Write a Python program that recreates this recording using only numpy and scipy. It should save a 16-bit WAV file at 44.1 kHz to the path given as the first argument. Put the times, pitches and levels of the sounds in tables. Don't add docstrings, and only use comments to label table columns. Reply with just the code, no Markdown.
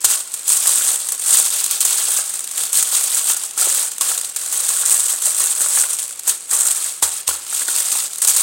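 import sys
import numpy as np
from scipy import signal
from scipy.fft import rfft, irfft
from scipy.io import wavfile
from scipy.ndimage import uniform_filter1d, minimum_filter1d

SR = 44100
rng = np.random.default_rng(int(sys.argv[2]) if len(sys.argv) > 2 else 0)


def voltage_ratio(decibels):
    exponent = np.asarray(decibels, float) / 20
    return 10 ** exponent


def transcribe(signal):
    frames = np.atleast_2d(signal).T
    limited = np.clip(frames, -1, 1)
    pcm = np.round(limited * 32767).astype(np.int16)
    wavfile.write(sys.argv[1], SR, pcm)


N = 371322


def unit(x):
    return x / np.sqrt(np.mean(x ** 2))


def colour(x, points):
    hz, db = np.transpose(points)
    size = 4096
    grid = np.maximum(np.arange(size // 2 + 1) * SR / size, 1)
    gain_db = np.interp(np.log(grid), np.log(hz), db)
    cepstrum = irfft(np.log(voltage_ratio(gain_db)))
    cepstrum[1:size // 2] *= 2
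    cepstrum[size // 2 + 1:] = 0
    return signal.fftconvolve(x, irfft(np.exp(rfft(cepstrum))))[:N]


def fade(t60, length):
    return np.exp(-np.log(1000) * np.arange(length) / (max(t60, .004) * SR))


def scatter(rate, spread_db):
    when, size = rng.random(N), rng.exponential(size=N)
    return (when < rate / SR) * voltage_ratio(spread_db * np.minimum(size, 3))


# (frequency [Hz], level [dB per Hz])
HUSH = [(20, -33), (60, -8), (150, -2), (480, 3.5), (1400, -11), (2200, 4), (6500, -4), (8200, -9),
        (15800, -18)]


def kitchen_hush():
    return unit(colour(rng.standard_normal(N), HUSH)) * voltage_ratio(-49.5)


# (time of peak [s], effort [dB], build-up [s], let-go [s])
BENDS = [(.118, -12.5, 0.098, 0.13), (.676, -13, 0.12, 0.33), (.9, -16, 0.88, 0.26),
         (1.348, -10, 0.19, 0.18), (1.6, -18.5, 0.9, 0.11), (1.736, -18.5, 0.072, .1), (2.18, -17, 1, 0.12),
         (2.357, -25, 0.065, 0.05), (2.594, -19.5, .12, 0.66), (2.943, -13.5, 0.076, 0.18),
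         (3.185, -17, 0.67, 0.14), (3.299, -12, 0.088, .1), (3.44, -21.5, 0.1, 0.079),
         (3.799, -16, .4, 0.16), (4.101, -18.5, 0.16, 0.23), (4.56, -20.5, 0.16, 1), (4.8, -17.5, 0.7, 1),
         (4.923, -14, 0.12, 0.18), (5.123, -16.5, 0.24, 0.21), (5.272, -15, .13, 0.12),
         (5.404, -13, 0.1, .35), (5.619, -16.5, 0.1, 0.16), (5.773, -12, 0.18, 0.2),
         (5.923, -23.5, 0.25, 0.42), (6.878, -23, 1, 0.1), (7.188, -22, 0.25, 0.059),
         (7.565, -19, 0.15, 0.2), (7.788, -16, 0.25, 0.11), (8.012, -17.5, 0.71, 0.12),
         (8.41, -14.5, 0.36, .3)]
# (time [s], effort [dB], build-up [s], let-go [s], extra push on large panels [dB])
PRESSES = [(.018, -25.5, 0.083, 0.055, -3), (.046, -9.5, 0.0069, 0.059, 1), (.348, -24, 0.026, 0.036, -3),
           (0.506, -11.5, 0.053, 0.13, -3.5), (1.2, -24, 0.0063, .2, -12), (1.83, -18, 0.015, 1, 0.5),
           (2.76, -11.5, 0.038, 0.15, -0.2), (3.602, -14, 0.044, 0.37, 2.5), (4.02, -16, 0.021, 0.24, 3),
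           (4.37, -21, .015, .13, 1), (5.225, -27, .02, 0.055, 2), (6.297, -13, 0.051, 0.068, 0.5),
           (6.531, -15, 0.056, 0.55, 1.5), (7.028, -8, 0.0086, 0.077, 2.5), (7.28, -14.5, 0.013, 0.12, 3),
           (8.25, -24, 0.045, 0.35, 1)]
# (time [s], slackness [dB])
SLACK = [(0, -1), (1.3, -1.5), (1.7, 4), (2.2, -0.9), (2.5, -0.7), (3.1, 0.7), (3.7, -0.8), (4.3, -0.1),
         (4.6, -1.5), (4.9, -3.5), (5.3, -2.7), (5.8, -3), (6.3, 0.1), (6.62, -6.5), (6.8, -1.3),
         (7.3, 0.5), (7.9, 0.3), (8.42, 0.5)]


def handling():
    t = np.arange(0, N + 32, 32) / SR
    rest_db, stroke_bend = -48, 1.138
    lift_db, lift_s, land_s = -5, 0.041, 1.5

    def stroke_power(s, db, build, let_go):
        away = np.where(t < s, (s - t) / max(build, .003), (t - s) / max(let_go, .003))
        return voltage_ratio(db - 20 * away ** stroke_bend) ** 2

    lift = sum(np.exp(-((t - s + land_s * build) / lift_s) ** 2) for s, _, build, *_ in PRESSES)
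    bending = voltage_ratio(rest_db) ** 2 + sum(stroke_power(*row) for row in BENDS)
    power = push = bending * voltage_ratio(lift_db * lift) ** 2
    for *row, extra_db in PRESSES:
        press = stroke_power(*row) * voltage_ratio(lift_db * lift * (t > row[0])) ** 2
        power = power + press
        push = push + press * voltage_ratio(extra_db) ** 2

    facet_db = 10 * np.log10(power)
    slack_db = np.interp(t, *np.transpose(SLACK))
    fold_db = -12 - 0.088 * (facet_db + 15.5) + slack_db
    panel_db = -40 + 0.85 * (facet_db + 19.5) + 10 * np.log10(push / power) + 0.2 * slack_db
    return (np.interp(np.arange(N) / SR, t, db) for db in (facet_db, fold_db, panel_db, slack_db))


def avalanches(rate, spread_db, t60):
    swells = signal.lfilter([1], [1, -fade(t60, 2)[1]], scatter(rate, spread_db))
    return swells / np.sqrt(uniform_filter1d(swells ** 2, SR // 12) + 1e-6)


# (frequency [Hz], level [dB per Hz])
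FOIL_COLOUR = [(71, -68), (120, -41), (272, -30.5), (533, -21.5), (963, -19.5), (1090, -16), (1210, -16.5),
               (1360, -16), (2140, -20), (3560, -13), (5350, -13), (8390, 0.5), (11200, -10.5),
               (14900, -15), (15800, -13.5)]


def through_port(x):
    return colour(x, FOIL_COLOUR)


def pops(db):
    step = fade(0.0067, 2)[1]
    flips = scatter(130, 2.9)
    shudder = signal.lfilter([1], [1, -2 * step, step ** 2], flips) * rng.standard_normal(N)
    ring = signal.iirpeak(8320, 4.1, fs=SR)

    def heard(x):
        return through_port(signal.lfilter(*ring, x) + 0.44 * x)

    return heard(shudder * voltage_ratio(db)) / np.std(heard(shudder))


# (time [s], peak level [dB])
CRUNCHES = [(.044, -7), (.9419, -17), (1.4512, -12.5), (1.608, -18), (1.6612, -14), (1.8037, -7),
            (2.4422, -15.5), (2.473, -15), (2.5106, -15.5), (2.5765, -12.5), (2.634, -15), (2.6517, -14.5),
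            (3.576, -12), (4.009, -12), (4.177, -13.5), (4.2452, -13.5), (4.361, -11.5), (4.9059, -14),
            (5.9862, -11.5), (6.682, -13.5), (6.7074, -10), (6.8246, -16), (7.0262, -8.5), (7.3504, -20),
            (7.2745, -10.5), (7.289, -10), (7.6794, -15), (7.916, -12), (8.2466, -12), (8.291, -12.5)]
# (time [s], peak level [dB])
TICKS = [(.3383, -11.5), (.4398, -22), (6.0375, -15), (1.0703, -25), (1.0863, -10), (1.12, -10.5),
         (1.1475, -15.5), (1.1947, -15.5), (1.7096, -12), (2.2776, -20), (2.293, -15.5), (2.3377, -14.5),
         (2.3914, -14.5), (2.4055, -15), (3.5084, -16), (3.9163, -16), (3.981, -14), (4.2117, -14),
         (4.291, -17), (4.46, -16.5), (5.931, -13), (6.027, -14), (6.0912, -16.5), (6.108, -16),
         (6.192, -14), (6.2335, -17.5), (6.0785, -18.5), (8.1313, -13.5), (8.1828, -16), (8.157, -15.5)]
# (time [s], peak level [dB])
SNAPS = [(.478, -12), (.566, -10), (.9143, -14.5), (1.6394, -12), (1.8493, -9.5), (2.7286, -10),
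         (2.824, -12.5), (3.0365, -11.5), (3.169, -11), (3.3653, -11.5), (4.115, -13), (4.524, -11),
         (4.5723, -14), (4.6855, -12), (4.9657, -16), (5.219, -11), (5.255, -11), (5.614, -10),
         (5.6295, -14), (6.275, -9.5), (6.505, -15.5), (6.5295, -9), (6.605, -10.5), (6.6515, -11),
         (6.6655, -9), (8.2172, -7), (8.2717, -8.5), (8.2816, -7), (8.3054, -12.5), (8.3622, -10)]


def crack_activity(share_db, folds):
    activity, t = np.zeros(N + SR), np.arange(SR // 8) / SR

    def add(cracks, fold_db, run_s, build_s):
        for s, db in cracks:
            start, run = int(s * SR), run_s * voltage_ratio(1.25 * (db + 10))
            shape = np.exp(-t / run) * np.minimum(t / build_s, 1)
            activity[start:start + len(t)] += voltage_ratio(db + share_db + folds * fold_db) * shape

    add(CRUNCHES, fold_db=-10, run_s=0.0057, build_s=0.0016)
    add(TICKS, fold_db=-17, run_s=0.0053, build_s=0.0014)
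    add(SNAPS, fold_db=-20, run_s=0.0066, build_s=0.0023)
    return activity[:N]


CREASES = {"facet": (5500, 19000, 6500, 0.27, 1.36), "fold": (2100, 5500, 5000, 0.39, 0.45),
           "panel": (150, 2102, 1488, .5, -22)}


def foil():
    facet_db, fold_db, panel_db, slack_db = handling()
    effort = {"facet": voltage_ratio(facet_db), "fold": voltage_ratio(facet_db + fold_db), "panel": voltage_ratio(panel_db)}
    shared = .4 * avalanches(120, 2.8, 0.28) + 0.27 * avalanches(500, 3.1, 0.016)
    gaps = (shared / 0.76) ** np.clip(0.031 * (-15 - facet_db), 0, 2)
    stutter = 0.63 + .5 * avalanches(600, 7.8, 0.013)
    rings_an_octave = 2.5
    narrowing, dimming = 0.98, .15
    out = 0
    for size, (lo_hz, hi_hz, rate, unrest, share_db) in CREASES.items():
        cracks = crack_activity(share_db, folds=size == "fold")
        bands = round(rings_an_octave * np.log2(hi_hz / lo_hz))
        edges = np.geomspace(lo_hz, hi_hz, bands + 1)
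        steady, handled = 0, 0
        for band in zip(edges, edges[1:]):
            ring = signal.butter(2, band, "band", fs=SR, output="sos")
            clicks = scatter(rate, 2.77) * np.sign(rng.standard_normal(N))
            swells = shared + unrest * avalanches(120, 3.8, 0.049)
            activity = effort[size] * gaps * swells + cracks * stutter
            if size == "facet":
                off = np.log2(np.sqrt(band[0] * band[1]) / 8300)
                tilt_db = narrowing * slack_db * abs(off) + dimming * (facet_db + 18) * max(off, 0)
                activity = activity * voltage_ratio(tilt_db)
            steady = steady + signal.sosfilt(ring, clicks)
            handled = handled + signal.sosfilt(ring, clicks * activity)
        out = out + through_port(handled) / np.std(through_port(steady))
    return out + pops(facet_db - 7 - 0.71 * slack_db)


# (time [s], peak level [dB], ring [Hz])
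KNOCKS = [(.0427, -18.5, 1270), (.5036, -31, 990), (.6552, -26, 1610), (.8085, -25, 1460),
          (5.272, -30.5, 620), (1.851, -34, 1090), (2.1866, -30, 1300), (2.9277, -31, 1050),
          (3.1652, -30, 1630), (3.299, -22, 1340), (3.5715, -28.5, 1350), (3.618, -25.5, 1370),
          (3.6696, -26, 670), (4.0085, -24.5, 1070), (4.1133, -24.5, 1360), (5.6607, -26.5, 1370),
          (4.8323, -27.5, 1340), (5.6047, -30, 1370), (5.772, -21.5, 1370), (5.8367, -25.5, 1480),
          (6.2759, -30, 1050), (6.525, -29, 1100), (7.0235, -19, 890), (7.2867, -22, 1010),
          (7.3067, -27, 1380), (7.3493, -32, 1344), (7.5266, -27.5, 1430), (7.6157, -27.5, 1600),
          (7.6836, -21, 1420), (7.9507, -29, 810)]


def knocks():
    t, out = np.arange(SR // 10) / SR, np.zeros(N + SR)
    modes = ((1.02, 1), (0.657, 0.18), (1.23, 0.33))
    for s, db, hz in KNOCKS:
        ring = sum(gain * np.sin(2 * np.pi * hz * ratio * t) for ratio, gain in modes) * fade(0.017, len(t))
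        onset = np.minimum(t / 0.0011, 1) ** 3
        jolts = rng.standard_normal(len(t)) ** 3 * fade(0.022, len(t)) * onset
        pop = signal.fftconvolve(ring, jolts)[:len(t)]
        start = int(s * SR)
        out[start:start + len(t)] += voltage_ratio(db + 7.0) * pop / np.max(np.abs(pop))
    return signal.sosfilt(signal.butter(4, 300, "high", fs=SR, output="sos"), out[:N])


# (time [s], peak level [dB])
PATS = [
    (0.045, -49),
    (4.01, -63),
    (6.587, -60),
    (7.027, -43),
    (7.277, -42.5),
    (8.29, -58),
]
# (frequency [Hz], t60 [s], level [dB])
SLAB = [(77, .22, 3.5), (108, .12, -3)]


def pats():
    t, out = np.arange(SR // 2) / SR, np.zeros(N + SR)
    hum = sum(voltage_ratio(db) * np.sin(2 * np.pi * hz * t) * fade(t60, len(t)) for hz, t60, db in SLAB)
    push = np.minimum(t / 0.0059, 1)
    for s, db in PATS:
        start = int(s * SR)
        out[start:start + len(t)] += voltage_ratio(db) * hum * push
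    return out[:N]


def kitchen(x):
    t60_s, dull_hz, level_db = 0.58, 7350, -15
    length = SR // 2
    build = np.minimum(np.arange(length) / (0.004 * SR), 1)
    tail = rng.standard_normal(length) * fade(t60_s, length) * build
    tail = signal.lfilter(*signal.butter(1, dull_hz, fs=SR), tail)
    return signal.fftconvolve(x, tail / np.sqrt(np.sum(tail ** 2)))[:N] * voltage_ratio(level_db)


def scene():
    near = foil() + knocks() + pats()
    return (near + kitchen(near) + kitchen_hush())[None]


def band_limit(x):
    return signal.sosfilt(signal.butter(12, 17010, fs=SR, output="sos"), x)


def record(dry):
    needed = np.minimum(1.21 / (np.abs(dry) + 1e-9), 1)
    gain = uniform_filter1d(minimum_filter1d(needed, size=256), size=256)
    top_cut = signal.ellip(10, .2, 70, 15900, fs=SR, output="sos")
    mix = np.clip(signal.sosfilt(top_cut, dry * gain), -1, 1)
    return band_limit(mix)


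dry = scene()
out = record(dry)
transcribe(out)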